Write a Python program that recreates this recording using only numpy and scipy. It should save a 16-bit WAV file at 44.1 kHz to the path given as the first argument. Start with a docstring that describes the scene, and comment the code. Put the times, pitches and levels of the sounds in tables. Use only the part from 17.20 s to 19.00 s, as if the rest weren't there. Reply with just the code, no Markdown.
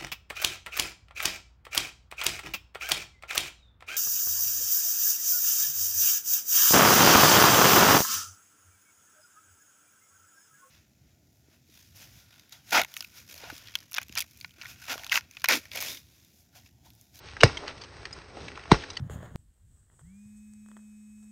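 """Two boot stamps crack lake ice, so close that the microphone overloads on the first, louder one.
Each stamp cracks, sends short falling bending waves through the sheet and leaves a crunch,
while the slab rings and rocks on the water and the sole slaps flat. Around the stamps the broken
ice snaps and ticks and slush stirs as the boot shifts, over quiet outdoor air."""
import sys
import numpy as np
from scipy import signal
from scipy.io import wavfile

SR = 44100
rng = np.random.default_rng(int(sys.argv[2]) if len(sys.argv) > 2 else 0)


def log_audio(samples):
    """Write samples as a 16-bit WAV file to the path given in sys.argv[1]."""
    # one column per channel
    frames = np.atleast_2d(samples).T
    # limit to full scale, then quantise
    limited = np.clip(frames, -1, 1)
    pcm = np.round(limited * 32767).astype(np.int16)
    wavfile.write(sys.argv[1], SR, pcm)


N = 79380
TIME = np.arange(N) / SR

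# Modes of the ice slab: pitch_hz, level_db, width_hz
SLAB_MODES = [(417, 8, 53), (843, -2, 98), (1105, -9.5, 23), (1387, -24, 210), (1936, -1.5, 48),
              (2250, -3.5, 67), (2670, 0.5, 110), (3960, -3.5, 150), (5020, 3, 13), (5450, -1, 240)]
# Spectrum of crushed ice: frequency_hz, gain_db
CRUNCH_SPECTRUM = [(60, 7), (150, -17), (260, 11), (450, 6), (900, 0), (2000, -1.5), (3300, -2.5),
                   (5200, -3.5), (6500, -9.5), (9000, -12)]


def stamps():
    """The sole brushes loose ice, then the full weight lands and bends the sheet."""
    # Boot blows: start_s, crack_db, crack_length_s, crack_pitch_ratio, splinter_hz, splinter_db,
    # ring_db, crunch_db, heave_db, scuff_db, scuff_hz
    blows = [(.2332, -0.5, 0.0017, 1, 4880, -14, -19.5, -21.5, -28.5, -24, 443),
             (1.5157, -10, 0.0027, .8, 4020, -18.5, -22, -24, -27.5, -27.5, 675)]
    # Bending waves, a knock and then the thud of the weight:
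    # start_s, top_hz, first_octave_fall_s, level_db, attack_s
    waves = [(.2327, 622, .0143, -4, .003), (.2395, 162, .022, -7.8, .005),
             (1.5159, 1113, .0115, -6, .0017), (1.5193, 321, .012, -2.5, .0018),
             (1.5243, 275, .0047, -6, .0026)]
    out = np.zeros(N)
    for (start_s, crack_db, length_s, pitch_ratio, splinter_hz, splinter_db,
         ring_db, crunch_db, heave_db, scuff_db, scuff_hz) in blows:
        out += amp(scuff_db) * scuff(start_s, scuff_hz)
        impact = amp(crack_db) * crack(length_s, pitch_ratio) + amp(splinter_db) * splinter(splinter_hz)
        tail = amp(ring_db) * ring() + amp(crunch_db) * crunch() + amp(heave_db) * heave()
        add(out, start_s, impact + tail)
    for start_s, top_hz, fall_s, level_db, attack_s in waves:
        add(out, start_s, amp(level_db) * bending_wave(top_hz, fall_s, attack_s))
    return out


def crack(length_s, pitch_ratio):
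    """The heel breaks the ice: a few milliseconds of dense fracture."""
    # Spectrum of the fracture at pitch ratio 1: frequency_hz, gain_db
    spectrum = [(200, -39.5), (550, -3), (780, 4.5), (1000, -2.5), (1400, 2), (2200, -3.5), (3000, -12.5),
                (4200, -20.5), (6300, -23.5), (9000, -22.5)]
    fracture = colour(rng.standard_normal(N), [(hz * pitch_ratio, db) for hz, db in spectrum])
    return shaped(fracture, attack(0.00077) * fade(TIME - length_s, t60_s=0.013))


def bending_wave(top_hz, fall_s, attack_s):
    """The treble travels faster through the sheet, so each blow arrives as a short falling chirp."""
    pitch_hz = top_hz / (1 + TIME / fall_s)
    return swell(attack_s) ** 1.05 * np.sin(2 * np.pi * np.cumsum(pitch_hz) / SR)


def splinter(pitch_hz):
    """A shard breaks off with a brief high ring."""
    shard = resonate(rng.standard_normal(N), pitch_hz, width_hz=250)
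    return shaped(shard, attack(0.00096) * fade(TIME - 0.0015, t60_s=0.03))


def ring():
    """The breaking ice rattles the slab, which rings unevenly."""
    rattle = grains(per_s=3400, spread_db=0.5)
    modes = sum(amp(db) * unit(band(rattle, hz, 2 * width)) for hz, db, width in SLAB_MODES)
    return shaped(modes, attack(0.0049) * fade(TIME, t60_s=0.16))


def crunch():
    """Crushed ice crackles in a short burst, then settles in a long quiet tail."""
    crackle = in_slab(colour(grains(per_s=5000, spread_db=2.5), CRUNCH_SPECTRUM))
    decay = fade(TIME, t60_s=0.15) + amp(-16.5) * fade(TIME, t60_s=1.41)
    return shaped(crackle, attack(0.0032) * decay)


def heave():
    """The sheet rocks on the water with a low rumble."""
    # Spectrum of the rocking sheet: frequency_hz, gain_db
    spectrum = [(15, -32), (40, -2), (70, -5.5), (130, -9.5), (250, -25.5), (800, -95)]
    return shaped(colour(rng.standard_normal(N), spectrum), swell(peak_s=0.02))


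def scuff(blow_s, pitch_hz):
    """The sole scuffs loose ice, rising into the blow and cutting off just after it."""
    grit = grains(per_s=12000, spread_db=9.0)
    body = unit(band(grit, pitch_hz, width_hz=73))
    hiss = unit(colour(grit, CRUNCH_SPECTRUM, tilt_db=-0.5))
    envelope = np.exp(-abs(TIME - blow_s) / 0.0076) * (TIME < blow_s + 0.002)
    return shaped(body + amp(1.5) * hiss, envelope)


def snaps():
    """Ice snaps under load: a short run of tiny fractures excites three resonances of a shard."""
    # Snaps, with the last three levels relative to the main resonance:
    # start_s, length_s, level_db, main_hz, second_hz, second_db, third_hz, third_db, hiss_db
    shards = [(0.2048, 0.0088, -27, 2880, 3840, -7, 1750, -15, -4),
              (0.3709, 0.006, -33.5, 3160, 2230, -6.5, 5730, -13, -3),
              (.477, 0.0027, -36, 1890, 4470, -1.5, 1240, -6, 0),
              (0.6137, 0.01, -45.5, 4540, 3360, -4, 1920, -14, -1.5),
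              (0.636, 0.013, -55, 4360, 2270, -16, 6020, -8, 9.5),
              (0.8521, 0.008, -38, 1920, 2410, -8, 4280, -9, -3),
              (0.9274, 0.0017, -34, 5040, 6780, -6.5, 8420, -15, -12),
              (1.7005, 0.006, -41, 3910, 5850, -5, 4840, -3.5, 0),
              (1.768, 0.0034, -31.5, 4470, 1980, -3.5, 2950, -2.5, -7.5)]
    # Spectrum of the fracture hiss: frequency_hz, gain_db
    hiss_spectrum = [(300, -47), (1000, 5), (1500, -5), (3100, 5), (3700, -9.5), (4700, 2), (6200, -6),
                     (9000, -16.5)]
    out = np.zeros(N)
    for start_s, length_s, db, main_hz, second_hz, second_db, third_hz, third_db, hiss_db in shards:
        envelope = attack(0.083 * length_s) * fade(TIME - length_s, t60_s=0.02)
        slips = grains(per_s=7000, spread_db=7.5)
        main, second, third = (shaped(resonate(slips, hz, width_hz=47), envelope)
                               for hz in (main_hz, second_hz, third_hz))
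        hiss = shaped(colour(slips, hiss_spectrum), envelope)
        snap = main + amp(second_db) * second + amp(third_db) * third + amp(hiss_db) * hiss
        add(out, start_s, amp(db) * snap)
    return out


def ticks():
    """Loose chips click against the ice with hardly any ring."""
    # Chip hits: start_s, relative_db, pitch_hz
    hits = [(.0862, -44, 2260), (.167, -32.5, 1600), (0.2956, -33.5, 1020), (0.4926, -46, 1680),
            (0.58, -45, 3720), (0.9647, -45.5, 1290), (1.0166, -45, 1920), (1.1703, -36.5, 815),
            (1.282, -34, 2220), (1.3176, -42, 1810), (1.3555, -42, 2700), (1.374, -34, 880),
            (1.3932, -42.5, 2040), (1.4357, -43, 2070), (1.4564, -40.5, 1120), (1.638, -32.5, 1730),
            (1.732, -45, 5160), (1.755, -44.5, 3400)]
    out = np.zeros(N)
    for start_s, db, hz in hits:
        chip = resonate(grains(per_s=4400, spread_db=-5), hz, width_hz=0.37 * hz)
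        add(out, start_s, amp(db) * shaped(chip, fade(TIME - 0.001, t60_s=0.028)))
    return out


def slaps_and_slush():
    """The sole slaps flat in a short crunch after each stamp; slush stirs softly in between."""
    # Sole slaps (the two loudest rows) and slush stirs: peak_s, half_length_s, relative_db, centre_hz
    moves = [(0.094, 0.057, -49.5, 2760), (0.265, 0.0088, -29.5, 440), (0.439, 0.024, -39.5, 463),
             (0.493, 0.027, -40, 1770), (0.498, 0.013, -42.5, 414), (1.196, 0.092, -47, 370),
             (1.252, 0.046, -46, 149), (1.236, 0.08, -51, 3540), (1.34, 0.025, -50, 242),
             (1.398, 0.093, -54, 1520), (1.54, 0.012, -27.5, 880), (1.618, 0.025, -43.5, 2610)]
    out = np.zeros(N)
    for peak_s, half_length_s, db, hz in moves:
        wet_grit = band(grains(per_s=1500, spread_db=2), hz, width_hz=1.48 * hz)
        out += amp(db) * shaped(wet_grit, np.exp(-((TIME - peak_s) / half_length_s) ** 2))
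    return out


def air():
    """Quiet outdoor noise with a faint crackle, gently wavering."""
    # Spectrum of the outdoor bed: frequency_hz, gain_db
    spectrum = [(20, -25), (45, 1), (72, 9), (130, 1), (250, -9), (400, -4), (700, -9), (2000, -11),
                (3300, -18), (5200, -16), (6500, -24), (9000, -20)]
    # Slow level ride of the bed: time_s, gain_db
    ride = [(0, -5), (.06, 1.5), (.55, 1), (.75, 0.5), (.95, 1.5), (1.08, -1), (1.2, 2), (1.8, -1.5)]
    waver = unit(sum(np.sin(2 * np.pi * (hz * TIME + rng.random())) / np.sqrt(hz)
                     for hz in np.geomspace(2, 25, 20)))
    hiss = rng.standard_normal(N) + amp(-7) * grains(per_s=350, spread_db=6.5)
    gain_db = -47.5 + np.interp(TIME, *np.transpose(ride)) + 1.2 * waver
    return amp(gain_db) * unit(colour(hiss, spectrum))


def in_slab(x):
    """Sound that passes through the ice picks up the slab's resonances."""
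    return x + amp(-6.5) * sum(resonate(x, hz, width) for hz, _, width in SLAB_MODES)


def amp(db):
    """Decibels to gain."""
    return 10 ** (np.asarray(db) / 20)


def unit(x):
    """Scales to rms 1."""
    return x / np.sqrt(np.mean(x ** 2) + 1e-20)


def attack(rise_s):
    """A straight ramp up to full level."""
    return np.minimum(TIME / rise_s, 1)


def fade(t, t60_s):
    """Full level up to time zero, then an exponential decay."""
    return np.exp(-np.log(1000) * np.maximum(t, 0) / t60_s)


def swell(peak_s):
    """A rounded rise to full level and a slower fall."""
    return TIME / peak_s * np.exp(1 - TIME / peak_s)


def shaped(x, envelope):
    """Puts an envelope on a noise so that the burst has the envelope's energy."""
    return unit(x * envelope) * np.sqrt(np.mean(envelope ** 2))


def add(mix, start_s, sound):
    """Mixes a sound in at a time."""
    part = mix[max(round(start_s * SR), 0):][:len(sound)]
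    part += sound[:len(part)]


def grains(per_s, spread_db):
    """Random clicks of uneven size."""
    size = amp(spread_db * np.minimum(rng.exponential(1, N), 4))
    return unit(size * rng.choice([-1, 1], N) * (rng.random(N) < per_s / SR))


def resonate(x, hz, width_hz):
    """One band-pass resonance."""
    return signal.lfilter(*signal.iirpeak(min(hz, SR / 3), hz / min(width_hz, SR / 5), SR), x)


def band(x, hz, width_hz):
    """Two equal resonances in series, for steeper skirts."""
    return resonate(resonate(x, hz, width_hz), hz, width_hz)


def colour(x, spectrum, tilt_db=0):
    """Minimum-phase EQ from a spectrum table, with a tilt per octave in the treble."""
    size = 8192
    hz = abs(np.fft.fftfreq(size, 1 / SR))
    point_hz, point_db = np.transpose(spectrum)
    curve_db = np.interp(np.log(hz + 1), np.log(point_hz + 1), point_db)
    log_gain = np.log(amp(curve_db + tilt_db * np.log2(hz / 1000 + 1)))
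    taps = np.fft.ifft(np.exp(np.conj(signal.hilbert(log_gain)))).real[:size // 2]
    return signal.fftconvolve(x, taps)[:len(x)]


def scene():
    """Stamps and snaps up front, the small sounds coloured by the slab behind them, in mono."""
    return (stamps() + snaps() + amp(-1) * in_slab(ticks() + slaps_and_slush() + air()))[None]


def record(dry):
    """A dull microphone clips on the first, louder stamp; a 16.1 kHz low-pass trims the top."""
    # Microphone response: frequency_hz, gain_db
    response = [(20, -0.5), (6600, -1), (7050, -15), (7400, -22.5), (7900, -6), (8450, -1), (8750, -22),
                (9300, -41), (11000, -81)]
    clipped = np.clip(colour(dry[0], response), -1, 1)
    low_pass = signal.firwin(255, 16100, window=("kaiser", 9), fs=SR)
    return signal.fftconvolve(clipped, low_pass, "same")[None]


dry = scene()
out = record(dry)
log_audio(out)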